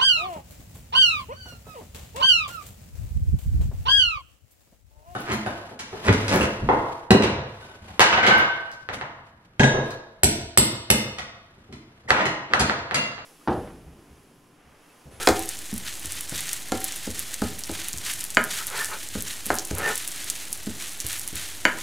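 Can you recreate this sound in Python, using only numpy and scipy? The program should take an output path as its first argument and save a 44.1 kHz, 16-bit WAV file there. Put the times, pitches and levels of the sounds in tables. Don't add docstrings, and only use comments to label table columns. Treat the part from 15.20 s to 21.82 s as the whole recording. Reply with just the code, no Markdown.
import sys
import numpy as np
from scipy import signal
from scipy.fft import rfft, irfft
from scipy.io import wavfile

SR = 44100
rng = np.random.default_rng(int(sys.argv[2]) if len(sys.argv) > 2 else 0)


def digitize_waveform(pressure):
    field = np.atleast_2d(pressure).T
    bounded = np.clip(field, -1, 1)
    quanta = np.round(bounded * 32767).astype(np.int16)
    wavfile.write(sys.argv[1], SR, quanta)


N = 291942
TIME = np.arange(N) / SR

# t/s, strength/dB, contact cut-off/Hz (higher is harder), place (0 base .. 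1 wall),
# level of the pan's bounce/dB, pitch of the bounce/Hz
BLOWS = [ (0.073, -13.5, 6900, 0.028, -19, 563), (0.0880, -13.5, 1290, 0.063, -21, 333),
         (0.105, -34, 1500, 0.1, -14, 318), (0.528, -33.5, 234, 0.27, -18.5, 206),
         (0.847, -36.5, 256, 0.068, -49, 79), (1.121, -33, 596, 0.72, -25, 159),
         (1.520, -21, 1380, 0.1, -19, 213), (1.543, -37, 800, 0.05, -22, 328),
         (1.872, -28, 427, 0.55, -22.5, 203), (2.219, -19.5, 623, 0.51, -14, 204),
         (2.494, -27.5, 590, 0.4, -28.5, 179), (2.739, -34.5, 250, 0.36, -33, 145),
         (3.1702, -19.5, 3400, 0.86, -20, 199), (3.953, -26.5, 393, 0.9, -19, 195),
         (4.264, -39, 500, 0.4, -29.5, 202), (4.3033, -20.5, 1710, 0.6, -4.5, 813),
         (4.51, -21.5, 332, 0.6, -20, 154), (5.47, -29.5, 465, 0.56, -18.5, 207),
         (5.844, -35, 296, 0.1, -34, 85), (6.127, -34.5, 278, 0.3, -30.5, 157),
         (6.4526, -22, 5340, 0.85, -21.5, 198)]
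# f/Hz, level struck on the base/dB, level struck on the wall/dB,
# ring time without the spoon resting on it/s. A ring time (t60) is the time to fade by 60 dB.
PAN_TONES = [(169, -9.5, -21, 0.21), (223, -14.5, -6, 0.17), (233.2, -12.5, -6.5, 0.3),
             (324, -1.5, -4, 0.26), (416.6, -3, -7.5, 0.29), (527, 0, -1.5, 0.097), (630, -9.5, -3.5, 0.16),
             (745, 5, -5, 0.044), (767, -2, -17, 0.53), (836, -16, -4, 0.33), (1039, -10, 4, 0.074),
             (1248, -6.5, 5, 0.095), (1376, -10, -2.5, 0.19), (1422, -18, 5.5, 0.28),
             (1610, -0.5, 2, 0.076), (1745, -11, -18, 0.092), (1940, -41, -32, 0.12),
             (2085, -11.5, -13, 0.17), (2440, -4.5, 17, 0.023), (2680, -21, -27, 0.22),
             (2500, -21, 4, 0.044), (3160, -30, -13, 0.076), (3380, 6.5, -20, 0.021),
             (3980, -4.5, -17, 0.078), (5150, -6, -41, 0.098)]


def from_db(db):
    return 10 ** (np.asarray(db) / 20)


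def rms_one(x):
    return x / np.sqrt(np.mean(x ** 2) + 1e-20)


def at_hz(points, hz):
    f, value = np.transpose(points)
    return np.interp(np.log(np.maximum(hz, 1)), np.log(f), value)


def colour(x, spectrum):
    hz = np.arange(len(x) // 2 + 1) * SR / len(x) + 1
    skirts = 1 / np.sqrt((1 + (spectrum[0][0] / hz) ** 6) * (1 + (hz / spectrum[-1][0]) ** 6))
    return irfft(rfft(x) * from_db(at_hz(spectrum, hz)) * skirts, len(x))


def keep_band(x, hz, kind, order=2):
    sections = signal.butter(order, np.clip(hz, 10, .48 * SR), kind, fs=SR, output="sos")
    return signal.sosfilt(sections, x)


def drift(rate_hz):
    step, warm_up = 40, 2000
    r = np.exp(-2 * np.pi * rate_hz * step / SR)
    slow = signal.lfilter([1], [1, -2 * r, r * r], rng.standard_normal(N // step + warm_up + 2))
    slow = rms_one(slow[warm_up:])
    return np.interp(np.arange(N) / step, np.arange(len(slow)), slow)


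def ring(tones):
    t = TIME[:SR // 2]
    return sum((-1) ** k * from_db(db) * np.exp(-np.log(1000) * t / t60) * np.sin(2 * np.pi * hz * t)
               for k, (hz, db, t60) in enumerate(tones))


def add(out, s, sound):
    start = max(round(s * SR), 0)
    out[..., start:start + sound.shape[-1]] += sound[..., :max(N - start, 0)]


def clicks(per_s, spread_db):
    sizes = from_db(spread_db * np.minimum(rng.exponential(1, N), 6)) * rng.choice([-1, 1], N)
    return rms_one(sizes * (rng.random(N) < per_s / SR))


def swell(start, length, rise_s, fall_s):
    return np.exp(np.minimum(TIME - start, 0) / rise_s - np.maximum(TIME - start - length, 0) / fall_s)


def rumble():
    # f/Hz, relative level/dB
    spectrum = [(30, -16), (42, -3.5), (58, -12), (80, -6), (125, -9), (200, -13), (310, -9), (450, -17),
                (900, -13.5)]
    level = from_db(-50 + 0.17 * drift(0.87))
    return level * rms_one(colour(rng.standard_normal(N), spectrum))


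def kitchen_echo(x):
    # f/Hz, ring time/s
    ring_times = [(100, 0.42), (500, 0.44), (2000, 0.28), (8000, 0.16), (16000, 0.32)]
    t, tail = TIME[:SR // 2], 0
    for low_hz in 60 * 2. ** np.arange(9):
        octave = keep_band(rng.standard_normal(len(t)), [low_hz, 2 * low_hz], "band")
        tail = tail + octave * np.exp(-np.log(1000) * t / at_hz(ring_times, low_hz * np.sqrt(2)))
    tail = tail * np.clip((t - .002) / 0.0012, 0, 1)
    return signal.fftconvolve(x, tail / np.sqrt(np.sum(tail ** 2)))[:N]


def squeaks():
    # t at the middle/s, half length/s, level/dB, f/Hz
    chatters = [(0.030, 0.033, -40, 1345), (0.032, 0.028, -39.5, 1630), (3.577, .02, -44, 1700),
                (3.61, 0.0091, -26.5, 1720), (4.657, 0.024, -25.5, 1782)]
    out = np.zeros(N)
    waver, roughness = 0.042 * drift(210), from_db(1.1 * drift(280))
    for s, half_s, db, hz in chatters:
        near = np.abs(TIME - s) < 3 * half_s
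        tone = np.sqrt(2) * np.sin(2 * np.pi * hz * np.cumsum(1 + waver[near]) / SR)
        fade = np.exp(-((TIME[near] - s) / half_s) ** 2)
        out[near] += from_db(db) * fade * roughness[near] * tone
    return out


def scrapes():
    # t/s, length/s, rasp level/dB, groan level/dB
    drags = [(0.008, 0.022, -43, -38), (3.383, 0.035, -40.5, -68), (3.534, 0.088, -34.5, -45),
             (3.725, 0.018, -35, -45), (4.596, 0.026, -35, -34), (4.663, 0.049, -31, -33.5),
             (6.56, 0.015, -45, -43.5)]
    # f/Hz, relative level/dB
    rasp_spectrum = [(700, -6), (1050, 1.5), (1350, 4), (1700, 0), (2200, -4.5), (3000, -5), (5000, -59)]
    # f/Hz, relative level/dB
    groan_spectrum = [(150, 1), (300, -5), (430, 10), (600, -3), (850, 0), (1300, -44)]
    slips = clicks(per_s=2800, spread_db=0.5)
    wall_ring = ring([(hz, wall_db, .5 * t60) for hz, _, wall_db, t60 in PAN_TONES])
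    rubbing = slips + from_db(-17.5) * rms_one(signal.fftconvolve(slips, wall_ring)[:N])
    rasp = rms_one(colour(rubbing, rasp_spectrum))
    groan = rms_one(colour(rubbing, groan_spectrum))
    out = np.zeros(N)
    for s, length, rasp_db, groan_db in drags:
        grip = swell(s, length, rise_s=0.026, fall_s=0.024)
        out += grip * (from_db(rasp_db) * rasp + from_db(groan_db) * groan)
    return out


def knocks():
    # f against the wall/Hz, relative level/dB, ring time/s
    spoon_tones = [(610, -24, 0.047), (1040, -9, 0.025), (1710, 2.5, 0.0088), (2260, 7, 0.0038),
                   (3170, -1.5, 0.0065), (4860, -13.5, 0.013), (7400, -8, 0.0069)]
    # f/Hz, relative level/dB, ring time/s
    hob_tones = [(59, 6, 0.12), (78, 5, 0.084), (90.4, -3.5, 0.46), (133, -7, 0.063)]
    soft_contact_hz = 515
    ring_share, bounce_cycles = 0.42, 10.6
    out = np.zeros(N)
    for s, blow_db, contact_hz, place, bounce_db, bounce_hz in BLOWS:
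        hardness = np.log2(contact_hz / soft_contact_hz)
        chance_db = 2.35 * rng.standard_normal(len(PAN_TONES))
        pan = [(hz, base_db + place * (wall_db - base_db) + chance, t60 * ring_share)
               for (hz, base_db, wall_db, t60), chance in zip(PAN_TONES, chance_db)]
        add(out, s, from_db(blow_db) * keep_band(ring(pan), contact_hz, "low"))
        wood_db = blow_db - 6.5 + 3.5 * hardness + 19 * place
        wood = [(hz * (1 - 0.367 * (1 - place)), db, t60) for hz, db, t60 in spoon_tones]
        add(out, s, from_db(wood_db) * keep_band(ring(wood), contact_hz, "low", order=1))
        bounce = ring([(bounce_hz, bounce_db, bounce_cycles / bounce_hz)])
        add(out, s, keep_band(bounce, [0.34 * bounce_hz, 3 * bounce_hz], "band"))
        hob_db = blow_db - 3 - 4.5 * hardness
        add(out, s, from_db(hob_db) * keep_band(ring(hob_tones), 68, "high"))
    return out


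def slaps():
    out, t = np.zeros(N), TIME[:SR // 20]
    for s, blow_db, _, place, _, _ in BLOWS:
        smack = keep_band(rng.standard_normal(len(t)) * np.exp(-t / 0.0014), [710, 9900], "band")
        add(out, s, from_db(blow_db + 7) * (1 - place) * smack)
    return out


def flares(fall_s):
    # t/s, length/s, relative level/dB
    stirs = [(0.01, .02, -36), (0.16, .04, -37), (0.29, 0.032, -40.5), (0.66, 0.028, -38),
             (0.843, .01, -42), (0.91, .07, -38), (1.14, .05, -35), (1.24, .09, -37), (1.55, .01, -40),
             (1.648, .1, -40.5), (1.83, .01, -43.5), (1.988, .03, -38.5), (2.108, .03, -44),
             (2.24, .01, -40), (2.539, .13, -39.5), (2.86, .04, -32.5), (2.988, .02, -40.5),
             (3.308, .09, -35), (3.563, .045, -32.5), (3.729, 0.026, -41), (3.944, .01, -39),
             (4.079, .04, -37.5), (4.261, .08, -41.5), (4.63, .09, -35), (4.78, .05, -40),
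             (4.94, .16, -39.5), (5.14, .14, -44), (5.599, .05, -38.5), (5.899, .03, -33.5),
             (6.171, .05, -36), (6.3, .02, -42.5), (6.59, 0.051, -38.5)]
    return np.sqrt(sum((from_db(db) * swell(s, length, rise_s=.022, fall_s=fall_s)) ** 2
                       for s, length, db in stirs))


def fizz_level():
    return np.hypot(from_db(2) * flares(fall_s=0.1), from_db(-40))


def sizzle():
    # f/Hz, relative level/dB
    fizz_spectrum = [(2500, -33), (4800, -4), (6500, 1.5), (8500, 2), (11000, 0.5), (12800, -4.5),
                     (15500, -6.5), (17000, -57)]
    # f/Hz, relative level/dB
    hiss_spectrum = [(300, -15), (700, -12.5), (1100, -5.5), (1850, 3.5), (2400, 1.5), (3000, 3), (4200, 2),
                     (5200, -3), (7000, -4), (12000, -50)]
    hiss_level = np.hypot(from_db(4.5) * flares(fall_s=0.053), from_db(-39.5))
    fizz = colour(clicks(per_s=17000, spread_db=3.5), fizz_spectrum) * fizz_level()
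    hiss = colour(clicks(per_s=14000, spread_db=3.0), hiss_spectrum) * hiss_level
    clumps = drift(rate_hz=43)
    return fizz * from_db(1.7 * clumps) + hiss * from_db(1.65 * clumps)


def burst(hz, cycles=6.5):
    t = TIME[:SR // 200]
    swing = np.exp(-np.log(1000) * t * hz / cycles) * np.cos(2 * np.pi * hz * t)
    swing = keep_band(swing, [0.49 * min(hz, 12000), 14500], "band")
    return swing / np.sqrt(np.sum(swing ** 2))


def spits():
    # t/s, relative level/dB, f/Hz
    loud_drops = [(0.2907, -10.5, 8700), (0.5798, -16.5, 10400), (0.922, -13.5, 8540),
                  (1.0954, -16.5, 8220), (1.1796, -17, 7320), (1.3314, -8.5, 8700), (1.6043, -20, 11000),
                  (1.6427, -8, 11000), (1.7609, -18, 9900), (1.9934, -10.5, 10500), (2.392, -18, 10200),
                  (2.4372, -15, 5550), (2.7311, -14, 7000), (3.041, -13, 10100), (3.1043, -17, 8360),
                  (3.1486, -15.5, 7500), (3.24, -11.5, 10500), (3.469, -11.5, 11100), (3.646, -15.5, 6700),
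                  (4.0073, -17.5, 7400), (4.109, -24, 8500), (4.2651, -13, 11200), (4.354, -14, 10000),
                  (4.3865, -9, 6100), (4.3962, -17, 6360), (4.5838, -13.5, 10700), (4.7562, -12, 9170),
                  (4.778, -12, 9200), (4.8772, -11.5, 9800), (5.1006, -6.5, 7800), (5.3288, -9.5, 9200),
                  (5.8028, -11.5, 6840), (5.8665, -11.5, 10700), (6.0773, -12.5, 9750)]
    out = np.zeros((2, N))
    for (s, db, hz), (spot, wait) in zip(loud_drops, rng.random((len(loud_drops), 2))):
        pop = from_db(db + 8.5) * np.outer([1, 0.56 * (spot - .5)], burst(hz))
        add(out, s, pop)
        delay_s = 0.0027 + 0.0071 * wait
        add(out, s + delay_s, from_db(-7.5) * pop)
    boiled_off = np.cumsum(fizz_level())
    for when, size, pitch, spot in rng.random(size=(260, 4)):
        s = np.searchsorted(boiled_off, when * boiled_off[-1]) / SR
        tick = from_db(-20 + 16 * size ** 3.4) * burst(hz=6540 * 2 ** (0.79 * pitch))
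        add(out, s, np.outer([1, 0.33 * (spot - .5)], tick))
    heard = out.copy()
    for lag_s, db in [(.00065, -24), (.0043, -17.5)]:
        add(heard, lag_s, from_db(db) * out)
    return heard


def spray(spit):
    t = TIME[:SR // 20]
    droplets = rng.standard_normal(len(t)) * np.exp(-t / .003)
    return from_db(-11) * signal.fftconvolve(spit, droplets / np.sqrt(np.sum(droplets ** 2)))[:N]


def scene():
    spit, spit_side = spits()
    spoon = knocks() + slaps() + squeaks()
    to_room = from_db(-9.5) * spit + from_db(-5.5) * spoon
    mid = sizzle() + spit + spray(spit) + spoon + scrapes() + kitchen_echo(to_room) + rumble()
    side = spit_side + from_db(-17.5) * kitchen_echo(to_room) + from_db(-10) * rumble()
    return np.array([mid + side, mid - side])


def record(dry):
    cutoff_hz, offset = 16400, .0117
    clipped = np.clip(dry, -.9, .9)
    treble_cut = signal.ellip(10, .1, 80, cutoff_hz, fs=SR, output="sos")
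    return signal.sosfilt(treble_cut, clipped) + offset


dry = scene()
out = record(dry)
digitize_waveform(out)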